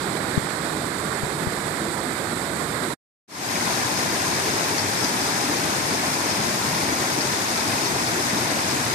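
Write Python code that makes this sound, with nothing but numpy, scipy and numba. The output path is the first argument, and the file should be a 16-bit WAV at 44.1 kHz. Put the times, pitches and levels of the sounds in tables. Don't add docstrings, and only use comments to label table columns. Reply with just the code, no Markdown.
import sys
import numpy as np
from scipy import signal
from scipy.fft import rfft, irfft
from scipy.io import wavfile
from scipy.ndimage import uniform_filter1d
from numba import njit

SR = 44100
rng = np.random.default_rng(int(sys.argv[2]) if len(sys.argv) > 2 else 0)


def master(y):
    cut = np.clip(np.atleast_2d(y).T, -1, 1)
    pcm = np.round(cut * 32767)
    wavfile.write(sys.argv[1], SR, pcm.astype(np.int16))


N = 394254
TIME_S = np.arange(N) / SR
FREQS_HZ = np.maximum(np.arange(N // 2 + 1) * SR / N, 1)
TOP_HZ = 14600
BROOK_CUT_S, BROOK_CUT_FADE_S = 2.936, 0.027
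FADE_START_S, FADE_END_S, FADE_POWER = 3.277, 3.57, 0.96
GULP_SWELL_WIDTH_S, SPRAY_SWELL_WIDTH_S = 0.027, 0.022


def undb(db):
    return 10 ** (np.asarray(db) / 20)


def unit(x):
    return x / np.sqrt(np.mean(x ** 2))


def butter(x, order, hz, kind):
    return signal.sosfilt(signal.butter(order, hz, kind, fs=SR, output="sos"), x)


def walk(rate_hz):
    hold = max(int(SR / rate_hz), 2)
    steps = rng.standard_normal(N // hold + 2)
    slewed = uniform_filter1d(np.repeat(steps, hold), hold)
    return unit(slewed[rng.integers(hold):][:N])


def swells(rows, width_s):
    return undb(sum(db * np.exp(-((TIME_S - s) / width_s) ** 2) for s, db in rows))


def surge(slow_db, quick_db):
    return undb(slow_db * walk(5.5) + quick_db * walk(45))


def brighten(x, above_hz, db_per_s):
    treble = irfft(rfft(x) / (1 + (above_hz / FREQS_HZ) ** 8), N)
    tilt_db = db_per_s * (np.minimum(TIME_S, BROOK_CUT_S) - BROOK_CUT_S / 2)
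    return x + treble * (undb(tilt_db) - 1)


def colour(x, points):
    hz, db = np.transpose(points)
    level_db = np.interp(np.log(FREQS_HZ), np.log(hz), db)
    gain = undb(level_db) * np.sqrt(SR / 2)
    low_cut = np.minimum(FREQS_HZ / hz[0], 1) ** 2
    return irfft(rfft(x) * gain * low_cut, N)


def wash(lag_ms, alike_hz, direct, flicker_db, flicker_rate):
    shared, left, right = rfft(rng.standard_normal((3, N)))
    alike = np.clip(direct + (.95 - direct) / (1 + (FREQS_HZ / alike_hz) ** 2), 0, 1)
    delay = np.exp(-2j * np.pi * FREQS_HZ * lag_ms / 1000)
    common = np.sqrt(alike) * np.array([shared * delay, shared])
    ports = common + np.sqrt(1 - alike) * np.array([left, right])
    octave = np.log2(np.clip(FREQS_HZ, TOP_HZ / 128, TOP_HZ) * 128 / TOP_HZ)
    out = 0
    for k in range(8):
        band = irfft(ports * np.maximum(1 - abs(octave - k), 0), N)
        out = out + band * undb(flicker_db * walk(flicker_rate))
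    return unit(out)


@njit
def ring(start, hz, cycles, size, rise):
    out = np.zeros(N)
    for k in range(len(start)):
        length = cycles[k] * SR / hz[k]
        first = int(start[k]) + 1
        turn = 2 * np.pi * hz[k] / SR
        step = np.exp(1j * turn - np.log(316) / length)
        glide = np.exp(1j * turn * rise / length)
        z = size[k] * np.exp(1j * turn * (first - start[k]))
        for i in range(max(first, 0), min(first + int(length), N)):
            out[i] += z.imag
            z *= step
            step *= glide
    return out


def bubbles(per_s, low_hz, high_hz, cycles, rise, scatter_db, lag_ms, spread_ms):
    when, place, loud, life, side = rng.random((int(per_s * N / SR), 5)).T
    low_root, high_root = np.sqrt(low_hz), np.sqrt(min(high_hz, TOP_HZ))
    hz = (low_root + place * (high_root - low_root)) ** 2
    size = hz ** .75 * undb(-scatter_db * np.log(np.maximum(loud, .01)))
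    left_late_s = (lag_ms + spread_ms * (2 * side - 1)) / 1000
    starts = (when * N + left_late_s * SR, when * N)
    swarm = np.array([ring(s, hz, cycles * (.5 + life), size, float(rise)) for s in starts])
    swarm = butter(swarm, 2, low_hz / 2, "high")
    return unit(swarm) * np.sqrt((high_hz - low_hz) / (SR / 2))


# frequency in Hz, level in dB per Hz.
BROOK_LEFT_COLOUR = [(15, -90), (30, -85.5), (55, -64), (100, -58.5), (150, -53.5), (240, -58), (320, -58),
                     (480, -62.5), (1200, -76), (2000, -81), (4000, -85.5), (5500, -93.5), (6500, -99),
                     (7100, -109), (8100, -108), (8800, -100.5), (11000, -96.5), (14000, -87)]
# frequency in Hz, level in dB per Hz.
BROOK_RIGHT_COLOUR = [(15, -77), (30, -83), (70, -65.5), (145, -57), (220, -57), (330, -53.5), (450, -58),
                      (1500, -58), (2050, -61), (2450, -67.5), (2750, -75.5), (3100, -72.5), (3750, -66.5),
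                      (4600, -68.5), (6000, -77), (7000, -71), (8000, -65.5), (9500, -72.5), (14000, -83)]
# time in seconds, swell in dB.
MIST_SWELLS = [(1.94, 18.5)]


def brook():
    water = wash(lag_ms=0.046, alike_hz=1010, direct=0.055, flicker_db=0.8, flicker_rate=22)
    gurgle = bubbles(per_s=2000, low_hz=141.5, high_hz=2495, cycles=41, rise=0.046,
                     scatter_db=1.4, lag_ms=0.24, spread_ms=0.39)
    spray = bubbles(per_s=7000, low_hz=2460, high_hz=13800, cycles=42, rise=0.04,
                    scatter_db=1.5, lag_ms=0, spread_ms=0.4)
    mist = bubbles(per_s=3000, low_hz=7400, high_hz=10500, cycles=55, rise=0.04,
                   scatter_db=2.0, lag_ms=0, spread_ms=0.4)
    mist = mist * swells(MIST_SWELLS, SPRAY_SWELL_WIDTH_S)
    water = undb(-2.0) * water + undb(-4.5) * gurgle + undb(-3.5) * spray + undb(-14.5) * mist
    water = water * surge(slow_db=0.0, quick_db=0.5)
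    water = brighten(water, above_hz=6500, db_per_s=0.5)
    return np.array([colour(water[0], BROOK_LEFT_COLOUR), colour(water[1], BROOK_RIGHT_COLOUR)])


# time of peak pressure in seconds, pressure peak in dB,
# pitch of the relaxing swing in Hz, level of the skin's rub in dB (rms, at its height).
FINGER_BUMPS = [(.3785, -4.5, 122, -37), (1.2347, -15.5, 100, -44), (1.4727, -13, 88, -25)]


def finger(cycles, press):
    rub_lead_s, rub_width_s, rub_band_hz = 0.002, 0.0025, [348, 800]
    out = np.zeros((2, N))
    skin = unit(butter(rng.standard_normal(N), 2, rub_band_hz, "band"))
    for s, db, hz, rub_db in FINGER_BUMPS:
        turns = (TIME_S - s) * hz * np.where(TIME_S < s, press, 1)
        swing = np.cos(2 * np.pi * turns) * np.exp(-(turns / cycles) ** 2)
        rub = skin * np.exp(-((TIME_S - s + rub_lead_s) / rub_width_s) ** 2)
        out[0] += undb(db) * swing + undb(rub_db) * rub
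    return out


# start in seconds, left-port level in dB, starting pitch in Hz,
# length of ring in cycles of that pitch.
AIR_POCKETS = [(1.812, -26, 323, 120), (2.825, -24, 375, 65), (4.532, -20, 308, 24),
               (5.912, -25.5, 200, 24), (6.38, -24, 210, 26), (6.678, -24, 147, 30),
               (6.732, -26, 1005, 110), (6.924, -15.5, 290, 15), (7.835, -25, 335, 60),
               (8.325, -22, 210, 47)]


def glugs(rise):
    s, db, hz, cycles = np.transpose(AIR_POCKETS)
    pockets = ring(s * SR, hz * 1., cycles * 1., undb(db), float(rise))
    pockets = butter(pockets, 3, 110, "high")
    return np.array([pockets, undb(-4.5) * pockets])


# frequency in Hz, level in dB per Hz.
FALLS_LEFT_COLOUR = [(15, -80), (40, -80), (90, -55.5), (180, -55), (270, -53), (400, -55), (530, -58),
                     (680, -56), (1020, -55.3), (1180, -60.5), (1700, -58.5), (2500, -61.5), (2800, -67),
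                     (3150, -67), (3650, -62.5), (4500, -63.5), (5300, -59.5), (5850, -65), (6450, -59.5),
                     (7200, -67.5), (9000, -72.5), (10300, -73), (12500, -74), (14000, -76)]
# frequency in Hz, level in dB per Hz.
FALLS_RIGHT_COLOUR = [(15, -86), (40, -80), (95, -60), (180, -58.5), (260, -56), (380, -58), (500, -62),
                      (680, -59), (1700, -59.5), (2300, -62.5), (2800, -67.5), (3600, -69), (4900, -68),
                      (6700, -72), (7600, -69), (8300, -64), (9000, -67.5), (12000, -73.5), (14000, -83)]
# time in seconds, swell in dB.
GULP_SWELLS = [(4.54, 4), (4.726, 6), (5.043, 7), (5.513, 3.5), (5.925, 3), (6.241, 6.5), (6.89, 3),
               (7.178, 5), (7.849, 5), (8.68, 2)]
# time in seconds, swell in dB.
SPRAY_SWELLS = [(3.742, 10), (3.978, 7.5), (4.795, 13), (5.043, 11), (6.304, 9), (7.215, 7.5), (7.494, 8),
                (7.867, 11), (8.065, 7)]


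def falls():
    water = wash(lag_ms=0.371, alike_hz=735, direct=0.12, flicker_db=0.5, flicker_rate=28)
    rumble = bubbles(per_s=260, low_hz=94.9, high_hz=240, cycles=19.3, rise=0.095,
                     scatter_db=1.4, lag_ms=0.088, spread_ms=0.22)
    gulps = bubbles(per_s=220, low_hz=234, high_hz=440, cycles=26.4, rise=0.12,
                    scatter_db=1.45, lag_ms=0.088, spread_ms=0.21)
    gurgles = bubbles(per_s=480, low_hz=560, high_hz=1060, cycles=60, rise=0.054,
                      scatter_db=1.65, lag_ms=0.04, spread_ms=0.15)
    babble = bubbles(per_s=900, low_hz=452, high_hz=2593, cycles=60, rise=0.04,
                     scatter_db=1.3, lag_ms=0.19, spread_ms=0.27)
    spray = bubbles(per_s=3200, low_hz=2589, high_hz=14000, cycles=72, rise=0.035,
                    scatter_db=0.8, lag_ms=0.197, spread_ms=0.297)
    drops = bubbles(per_s=1800, low_hz=4310, high_hz=6130, cycles=51, rise=0.05,
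                    scatter_db=3.0, lag_ms=0.3, spread_ms=0.22)
    patter = bubbles(per_s=160, low_hz=1200, high_hz=6500, cycles=14, rise=0.05,
                     scatter_db=2.2, lag_ms=0.3, spread_ms=0.21)
    gulps = gulps * swells(GULP_SWELLS, GULP_SWELL_WIDTH_S)
    drops = drops * swells(SPRAY_SWELLS, SPRAY_SWELL_WIDTH_S) * undb(1.5 * walk(14))
    water = undb(-2.5) * water + undb(-3.5) * rumble + undb(-3.5) * gulps
    water = water + undb(-7.2) * gurgles + undb(-6.0) * babble
    water = water + undb(-5.5) * spray + undb(-8) * drops + undb(-14.0) * patter
    water = water * surge(slow_db=0.18, quick_db=0.29)
    return np.array([colour(water[0], FALLS_LEFT_COLOUR), colour(water[1], FALLS_RIGHT_COLOUR)])


def scene():
    brook_on = undb(-60 * np.maximum(TIME_S - BROOK_CUT_S, 0) / BROOK_CUT_FADE_S)
    falls_on = np.clip((TIME_S - FADE_START_S) / (FADE_END_S - FADE_START_S), 0, 1) ** FADE_POWER
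    water = brook() * brook_on + falls() * falls_on
    pockets = glugs(rise=0.17) * (brook_on + falls_on)
    return water + pockets + finger(cycles=0.52, press=2.04)


def record(dry):
    return signal.sosfilt(signal.ellip(12, .1, 80, TOP_HZ, fs=SR, output="sos"), dry)


dry = scene()
out = record(dry)
master(out)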